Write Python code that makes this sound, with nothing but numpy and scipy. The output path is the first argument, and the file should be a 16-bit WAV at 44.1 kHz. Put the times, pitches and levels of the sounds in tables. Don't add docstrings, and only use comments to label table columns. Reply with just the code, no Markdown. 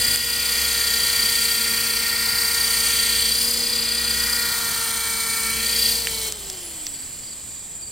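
import sys
import numpy as np
from scipy import signal
from scipy.fft import rfft, irfft
from scipy.io import wavfile
from scipy.ndimage import uniform_filter1d

SR = 44100
rng = np.random.default_rng(int(sys.argv[2]) if len(sys.argv) > 2 else 0)


def put_to_file(sound):
    columns = np.atleast_2d(sound).T
    safe = np.clip(columns, -1, 1)
    whole_steps = np.round(safe * 32767)
    wavfile.write(sys.argv[1], SR, whole_steps.astype(np.int16))


N = 348831
T = np.arange(N) / SR
HZ = np.fft.rfftfreq(N, 1 / SR)
PINION_TEETH, GEAR_TEETH, TAIL_RATIO = 10, 150, 3.625
POWER_OFF_S = 6.3


def amp(db):
    return 10 ** (np.asarray(db) / 20)


def unit_rms(x):
    return x / np.sqrt(np.mean(x ** 2) + 1e-20)


def curves(rows):
    times, *columns = np.transpose(rows)
    return [np.interp(T, times, column) for column in columns]


def spectrum(points):
    hz, value = np.transpose(points)
    return np.interp(np.log(HZ + 1), np.log(hz + 1), value)


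def colour(x, points):
    return unit_rms(irfft(rfft(x) * amp(spectrum(points)), N))


def drift(rate_hz):
    return unit_rms(irfft(rfft(rng.standard_normal(N)) / (1 + (HZ / rate_hz) ** 4), N))


def stereo_noise(spread):
    mid, side = rng.standard_normal((2, N))
    return np.array([mid + spread * side, mid - spread * side])


def gritty(spread, grain_db=2.8):
    return stereo_noise(spread) * amp(grain_db * np.minimum(rng.exponential(1, N), 4.2))


def add(mix, start_s, sound):
    part = mix[round(start_s * SR):][:len(sound)]
    part += sound[:len(part)]


def tone(turns, flutter_db, scatter_rad):
    return unit_rms(amp(flutter_db * drift(22.0)) * np.cos(2 * np.pi * turns + scatter_rad * drift(44)))


def wandering(x, depth_db, bins=4):
    frames = signal.stft(x, nperseg=1024, noverlap=768)[2]
    field = rng.standard_normal(frames.shape[1:])
    for size in (bins, 2 * bins):
        field = uniform_filter1d(uniform_filter1d(field, size, axis=0), size=8 * size, axis=1)
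    return signal.istft(frames * amp(depth_db * unit_rms(field)), nperseg=1024, noverlap=768)[1][:, :N]


# (frequency [Hz], relative density [dB])
KATYDID_SPECTRUM = [(6000, -38.5), (6900, -9), (7300, 0.5), (7650, 3.5), (8100, -4.5), (9000, -9.5),
                    (10500, -38), (13000, -34)]
BREEZE_SPECTRUM = [(20, 15), (40, -3), (80, -7), (160, -33), (400, -30), (1000, -60)]
OPEN_AIR_SPECTRUM = [(20, -5), (70, 5), (170, -0.5), (300, -5.5), (600, -9), (1500, -16), (2100, -28),
                     (2400, -6.5), (2700, -22), (4000, -31), (9000, -14.5), (16000, -33.5)]


def meadow():
    flutter_db = 0.27 * drift(40) + 1.0 * np.sin(2 * np.pi * 17 * T + 1.4 * drift(1.4))
    chorus = wandering(colour(stereo_noise(1.0), KATYDID_SPECTRUM), depth_db=2.9, bins=2)
    katydids = amp(flutter_db) * chorus * amp([[-.8], [.8]])
    breeze = colour(rng.standard_normal((2, N)), BREEZE_SPECTRUM)
    open_air = colour(stereo_noise(0.22), OPEN_AIR_SPECTRUM)
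    return amp(-36) * katydids + amp(-47) * open_air + amp(-58) * breeze


# (time [s], level [dB])
CRICKET_CHIRPS = [(6.933, -40), (7.223, -38), (7.507, -45), (7.817, -38.5)]


def crickets(hz=4650, stroke_s=0.0436, length_s=0.033, sag=0.036, rasp_rad=.6):
    out, t = np.zeros(N), np.arange(0, length_s, 1 / SR)
    turns = hz * t * (1 + sag * (1 - t / length_s) / 2)
    whistle = np.exp(2j * np.pi * turns) * np.sin(np.pi * t / length_s)
    wobble = np.exp(1j * rasp_rad * drift(200))
    for chirp_s, db in CRICKET_CHIRPS:
        for start_s in chirp_s + stroke_s * np.arange(3):
            rasp = np.roll(wobble, -round(start_s * SR))[:len(t)]
            stroke = amp(db + rng.normal(0, 1)) * (whistle * rasp).real
            add(out, start_s, stroke)
            add(out, start_s + 0.025, amp(-16) * stroke)
    return out


# (time [s], height above the grass [m])
FLIGHT_HEIGHT = [(0, 0.48), (.7, 0.52), (1.2, 0.53), (1.8, 0.54), (2.3, 0.74), (2.75, 0.6), (3.1, 0.47),
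                 (3.5, 0.092), (3.8, 0.3), (4.1, 0.44), (4.5, 0.89), (4.9, 0.99), (5.4, .8), (5.72, 0.35),
                 (6.0, 0.13)]


def over_grass(x, share, dull_hz, mic_height_m=0.63, distance_m=8.76, grass_hz=395):
    extra_path_m = 2 * curves(FLIGHT_HEIGHT)[0] * mic_height_m / distance_m
    delay_s = extra_path_m / 343
    reflection = share * np.exp(-HZ / dull_hz) * (grass_hz - 1j * HZ) / (grass_hz + 1j * HZ)
    echo = irfft(rfft(x) * reflection, N)
    return x + np.array([np.interp(T - delay_s, T, channel) for channel in np.atleast_2d(echo)])


def linkage(db=-27, ticks_per_s=45, fade_db_per_s=12, spread_db=3):
    since_s = T - POWER_OFF_S
    contacts = (rng.random(N) < ticks_per_s / SR) * (since_s > 0)
    strength = amp(spread_db * np.minimum(rng.exponential(1, N), 3))
    fade = amp(-fade_db_per_s * np.maximum(since_s, 0))
    band = signal.butter(2, [3500, 15000], "band", fs=SR, output="sos")
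    return amp(db) * signal.sosfilt(band, contacts * strength * fade)


# (time [s], level [dB], centre [Hz], width [Hz], relative chatter [dB])
IMPACTS = [(.1602, -1, 8800, 6000, -24), (6.0715, -9, 2400, 2400, -6), (6.3235, -3, 6500, 5000, -19),
           (6.5002, -7, 5600, 4000, -18), (6.574, -21, 5000, 4000, -10), (6.8672, -11, 5200, 3000, -7)]


def snaps():
    out, t = np.zeros(N), np.arange(600) / SR
    for start_s, db, hz, width_hz, chatter_db in IMPACTS:
        ring = np.exp(-np.pi * width_hz * t / 2) * np.cos(2 * np.pi * hz * t)
        contacts = np.exp(-t / .002) * rng.standard_normal(len(t))
        chatter = np.convolve(contacts, ring / np.linalg.norm(ring))[:len(t)]
        add(out, start_s, amp(db) * (ring + amp(chatter_db) * chatter))
    return signal.sosfilt(signal.butter(2, 1400, "high", fs=SR, output="sos"), out)


# (time [s], level [dB])
ROCKING = [(6.04, -41), (6.502, -53)]


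def shudder(hz=3120, width_hz=160, attack_s=.08, hold_s=0.24, fade_db_per_s=90):
    mode = 1 / (1 + 2j * (HZ - hz) / width_hz) ** 2
    envelope = np.zeros(N)
    for start_s, db in ROCKING:
        rise = np.clip((T - start_s) / attack_s, 0, 1)
        envelope += rise * amp(db - fade_db_per_s * np.maximum(T - start_s - hold_s, 0))
    return envelope * unit_rms(irfft(rfft(gritty(0.16, grain_db=5.3)) * mode, N))


def squeal(shaft, db=-40, hz=10230, width_hz=380):
    turns = 3 * PINION_TEETH * shaft
    detuning = (np.gradient(turns) * SR - hz) / width_hz
    return amp(db) * np.exp(-detuning ** 2) * tone(turns, 1.7, 0.24)


# (time [s], speed [turns/s])
POWERED_SPEED = [(0, 476.7), (.4, 474.7), (.75, 468.3), (1.45, 465.8), (1.8, 466.7), (2.05, 464.6),
                 (2.3, 467.8), (2.85, 464.3), (3.27, 464.7), (3.45, 478), (3.6, 479.2), (3.77, 474.8),
                 (4.33, 475.8), (4.5, 469.6), (4.85, 459.8), (5.48, 453.2), (5.72, 465.8), (5.87, 468.3),
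                 (6.02, 464), (6.1, 454.5), (6.3, 437)]


def speed(coast_s=1.47):
    return curves(POWERED_SPEED)[0] * np.exp(-np.maximum(T - POWER_OFF_S, 0) / coast_s)


# (time [s], effort relative to a steady hover [dB])
DRIVE_EFFORT = [(0, 1), (.14, 1.5), (.35, 0.7), (.75, 0.7), (1.2, 1.1), (2.2, -.6), (2.85, 2.1), (3.3, 1.5),
                (3.44, 2), (3.55, -0.8), (3.95, -1.5), (4.3, 0), (5.05, -1.1), (5.35, -0.7), (5.6, -0.9),
                (5.9, 1.5), (6.04, -3), (6.27, -2.5)]
# (time [s], turn [0 side-on, 1 away, negative towards the microphone])
HEADING = [(0, -0.096), (.7, 0.21), (1.25, -0.019), (1.8, 0.19), (3.3, 0.031), (3.6, 0.12), (4.33, 0.14),
           (4.6, 0.55), (4.9, 0.84), (5.5, 0.8), (5.87, -0.22), (6.1, 0.81)]


def levels(parts, unload_s=0.031):
    power_off = np.clip((T - POWER_OFF_S) / unload_s + .5, 0, 1)
    slowing_db = 20 * np.log10(speed() / curves(POWERED_SPEED)[0])
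    controls = np.array([np.ones(N), curves(DRIVE_EFFORT)[0], curves(HEADING)[0], power_off, slowing_db])
    return np.array(list(parts.values())) @ controls


# (time [s], main rotor level [dB], tail rotor level [dB])
BLADE_TONES = [(0, -40, -46), (.3, -43, -47.5), (.65, -42, -47.5), (1.0, -43, -49.5), (1.75, -49, -43),
               (2.6, -44.5, -49.5), (3.35, -40.7, -43.5), (3.6, -51.5, -42), (4.2, -38.5, -44),
               (4.5, -46.5, -48.5), (5.2, -50.5, -47.5), (5.6, -42, -43.5), (5.9, -42, -43.5),
               (6.3, -45, -56.5)]


def rotors(rotor, fade_db_per_s=26):
    main_db, tail_db = curves(BLADE_TONES) - fade_db_per_s * np.maximum(T - POWER_OFF_S, 0)
    main = tone(2 * rotor, 0.64, .08) + amp(-16) * tone(4 * rotor, 2.5, .3)
    return amp(main_db) * main + amp(tail_db) * tone(2 * TAIL_RATIO * rotor, 2.1, 0.29)


NOISE_LEVELS = {"wash": (-41, -0.1, -4, -2, 2.7), "swish": (-35, 0.6, -1, -6.5, 1.0),
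                "rattle": (-32, .7, -3.5, -4.5, 1.36), "rasp": (-26.5, 1.0, 0.6, -9.5, 1),
                "fizz": (-28.5, 2.17, 0.5, -9.5, 1.2)}
# (frequency [Hz], relative density [dB])
WASH_SPECTRUM = [(20, -13), (45, -10), (110, -1.5), (190, -5), (300, -3), (480, 0), (650, 0), (900, -1.5),
                 (1400, -14)]
SWISH_SPECTRUM = [(500, -18), (800, -5), (1050, 0), (1500, -1), (2000, 3.5), (2400, 0.5), (3300, -30.5)]
RATTLE_SPECTRUM = [(1400, -49), (2100, -6.5), (2600, 2), (3200, 5.5), (3800, 4), (4500, 8), (5200, 2.5),
                   (6500, -61)]
RASP_SPECTRUM = [(3800, -52.5), (5200, 1.5), (6200, 0.5), (6800, 2), (7500, 2), (9000, 4.5), (10000, 2),
                 (11000, -30), (12500, -59)]
FIZZ_SPECTRUM = [(9000, -36), (10400, 0.5), (11200, -2), (12200, 2.5), (13200, 0), (14200, 4.5),
                 (15000, -4.5), (16000, -3)]
# (time [s], gain [dB])
FIZZ_SWELL = [(0, -1.5), (2.4, .5), (2.8, -2.5), (3.25, -4.5), (3.5, -.5), (3.85, -1.8), (4.5, 0.5),
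              (4.85, -.5), (5.5, -0.5), (6.0, 1.5)]


def air_and_tooth_noise(shaft, angle):
    wash_db, swish_db, rattle_db, rasp_db, fizz_db = levels(NOISE_LEVELS)
    blades = 1 + 0.11 * np.cos(2 * angle)
    rub = amp(1.5 * np.cos(2 * np.pi * shaft + 1.1 * np.sin(angle)) + 1.5 * np.cos(4 * np.pi * shaft))
    out = amp(wash_db + 1.5) * colour(stereo_noise(0.055), WASH_SPECTRUM)
    out += amp(swish_db - 1.0) * colour(stereo_noise(0.0043) * blades, SWISH_SPECTRUM)
    rattle = gritty(0.17) * np.sqrt(rub) * (1 + 0.054 * np.cos(angle - .6))
    out += amp(rattle_db + 2.5) * colour(rattle, RATTLE_SPECTRUM)
    out += amp(rasp_db - 2.5 + 1.25 * drift(100)) * colour(gritty(0.27) * rub * blades, RASP_SPECTRUM)
    fizz_db = fizz_db + curves(FIZZ_SWELL)[0] + 0.91 * drift(85)
    out += amp(fizz_db) * colour(gritty(0.05) * rub * blades, FIZZ_SPECTRUM)
    out = over_grass(out, share=0.57, dull_hz=3740)
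    return wandering(out, depth_db=1.15)


MOTOR_HARMONICS = {"first": (-42, 0, -.5, -3.5, 2.4), "second": (-47, .3, 0, -7, 3.2),
                   "third": (-41, .4, -1.5, -7, 4.0), "fourth": (-37.6, .5, -8, -9, 3.0),
                   "fifth": (-46.5, .5, 14, -15, 3.0)}


def motor(shaft):
    first_db, second_db, *upper_db = levels(MOTOR_HARMONICS)
    upper = amp(second_db) * tone(2 * shaft, 0.37, 0.34)
    for order, db in enumerate(upper_db, start=3):
        upper += amp(db) * tone(order * shaft, flutter_db=1.5, scatter_rad=.25)
    first = amp(first_db) * tone(shaft, 1.0, 0.35)
    return over_grass(first, share=0.41, dull_hz=5000) + over_grass(upper, share=0.72, dull_hz=15000)


def throb(turns, angle, depth, sway, scatter, skew=0.24):
    phase = 2 * np.pi * turns + sway * np.sin(angle) + scatter
    pressure = 1 + depth * (np.cos(angle) + skew * np.sin(2 * angle))
    return unit_rms(pressure * np.cos(phase))


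# (motor order [rounded in use], level over the rasp [dB], turned away [dB])
WHINE_LINES = [(6, -42, 1), (8, -28, 2), (11, -16.5, 6), (13, -18.5, -2), (14, -16.5, -1), (15, -19.5, 3),
               (17, -25, 5), (18, -12, -9), (19.1, -11, 5.5), (21, -15, -20), (24, -35, -6), (25, -23, -2),
               (26, -20, 2), (30, -26, 2)]


def whine(shaft, angle, slack, easing_db):
    rasp_db = levels(NOISE_LEVELS)[3]
    load_db = np.clip((POWER_OFF_S - T) * 150, -30, 0) + 2.5 * easing_db
    turned = curves(HEADING)[0]
    out = np.zeros(N)
    for order, db, turned_db in WHINE_LINES:
        shake = 0.03 * order * slack + 0.5 * drift(4) + rng.uniform(0, 2 * np.pi)
        beam_db = 2 * np.sin(2 * np.pi * (rng.uniform(0.15, 1.0) * T + rng.random()))
        line = throb(round(order) * shaft, angle, depth=0.32, sway=0.26, scatter=shake)
        out += amp(db + turned_db * turned + rasp_db + load_db + beam_db) * line
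    return out


GEAR_TONES = {"mesh": (-24.5, 0.23, -15.5, -20, 6), "ninth": (-33.5, 0.5, -4.5, -17, 2.5),
              "seventh": (-40, 1.4, -4, -16, 6), "octave": (-40.5, 3.5, 10.5, -23, 0)}


def gears(shaft, angle, play_rad=.3, scrape_rad_per_db=0.23):
    mesh_db, ninth_db, seventh_db, octave_db = levels(GEAR_TONES)
    teeth = PINION_TEETH * shaft
    slack = drift(35)
    easing_db = np.minimum(curves(DRIVE_EFFORT)[0], 0)
    scrape = scrape_rad_per_db * easing_db * np.maximum(curves(HEADING)[0], 0) * drift(200)
    mesh = amp(mesh_db + 1.27 * drift(44)) * throb(
        teeth, angle, depth=0.74, sway=0.45, scatter=scrape + 0.35 * slack + 0.081 * drift(250))
    ninth = amp(ninth_db + 1.9 * drift(34)) * throb(
        9 * shaft, angle, depth=0.37, sway=0.67, scatter=scrape + play_rad * drift(60))
    seventh = amp(seventh_db + 1.3 * drift(41)) * throb(
        7 * shaft, angle, depth=0.23, sway=0.32, scatter=play_rad * slack)
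    octave = amp(octave_db + 2.0 * drift(36)) * throb(
        2 * teeth, angle, depth=0.47, sway=.5, scatter=.18 * slack)
    lines = mesh + ninth + octave + whine(shaft, angle, slack, easing_db)
    return over_grass(lines, share=0.13, dull_hz=4700) + over_grass(seventh, share=0.84, dull_hz=15000)


# (frequency [Hz], left minus right [dB])
LEVEL_DIFFERENCE = [(1900, 0), (2400, -1.5), (3300, -3), (4000, .3), (4700, 2.9), (5600, 2.7), (7500, 1.5),
                    (9100, 1.6), (11000, .3), (15000, 0)]
# (frequency [Hz], lead of the left channel [rad])
PHASE_DIFFERENCE = [(0, 0), (1600, 0), (2930, -0.024), (4220, 0.77), (4570, 0.44), (5250, 0.074),
                    (6800, -1.1), (7410, 0.69), (7920, 0.14), (11300, -0.04), (12100, -0.66),
                    (13300, -0.075), (16500, 0)]
# (time [s], share of the leftward offset [ratio])
LEFT_OFFSET = [(0, 0.81), (1.1, 0.85), (2.3, 0.69), (3.6, 0.92), (4.2, 0.97), (4.7, 0.76), (5.3, 0.9),
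               (5.8, 0.83), (6.3, 0.89)]


def localise(craft):
    towards = amp(spectrum(LEVEL_DIFFERENCE) / 2) * np.exp(.5j * spectrum(PHASE_DIFFERENCE))
    left, right = irfft(rfft(craft) * np.array([towards, 1 / towards]), N)
    mid = (left + right) / 2
    side = curves(LEFT_OFFSET)[0] * (left - right) / 2
    return np.array([mid + side, mid - side])


def scene():
    shaft = np.cumsum(speed()) / SR
    rotor = shaft * PINION_TEETH / GEAR_TEETH
    angle = 2 * np.pi * (rotor - 0.62)
    craft = rotors(rotor) + motor(shaft) + gears(shaft, angle) + squeal(shaft) + shudder()
    craft += air_and_tooth_noise(shaft, angle)
    return localise(craft) + snaps() + linkage() + crickets() + meadow()


def record(dry, threshold_db=-5.5, recover_db_per_s=11):
    over_db = np.maximum(20 * np.log10(abs(dry).max(0) + 1e-9) - threshold_db, 0)
    duck_db = np.maximum.accumulate(over_db + recover_db_per_s * T) - recover_db_per_s * T
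    duck_db = signal.lfilter([.01], [1, -.99], duck_db)
    low_pass = signal.firwin(511, 15900, window=("kaiser", 9), fs=SR)
    return signal.oaconvolve(dry * amp(-duck_db), low_pass[None], "same")


dry = scene()
out = record(dry)
put_to_file(out)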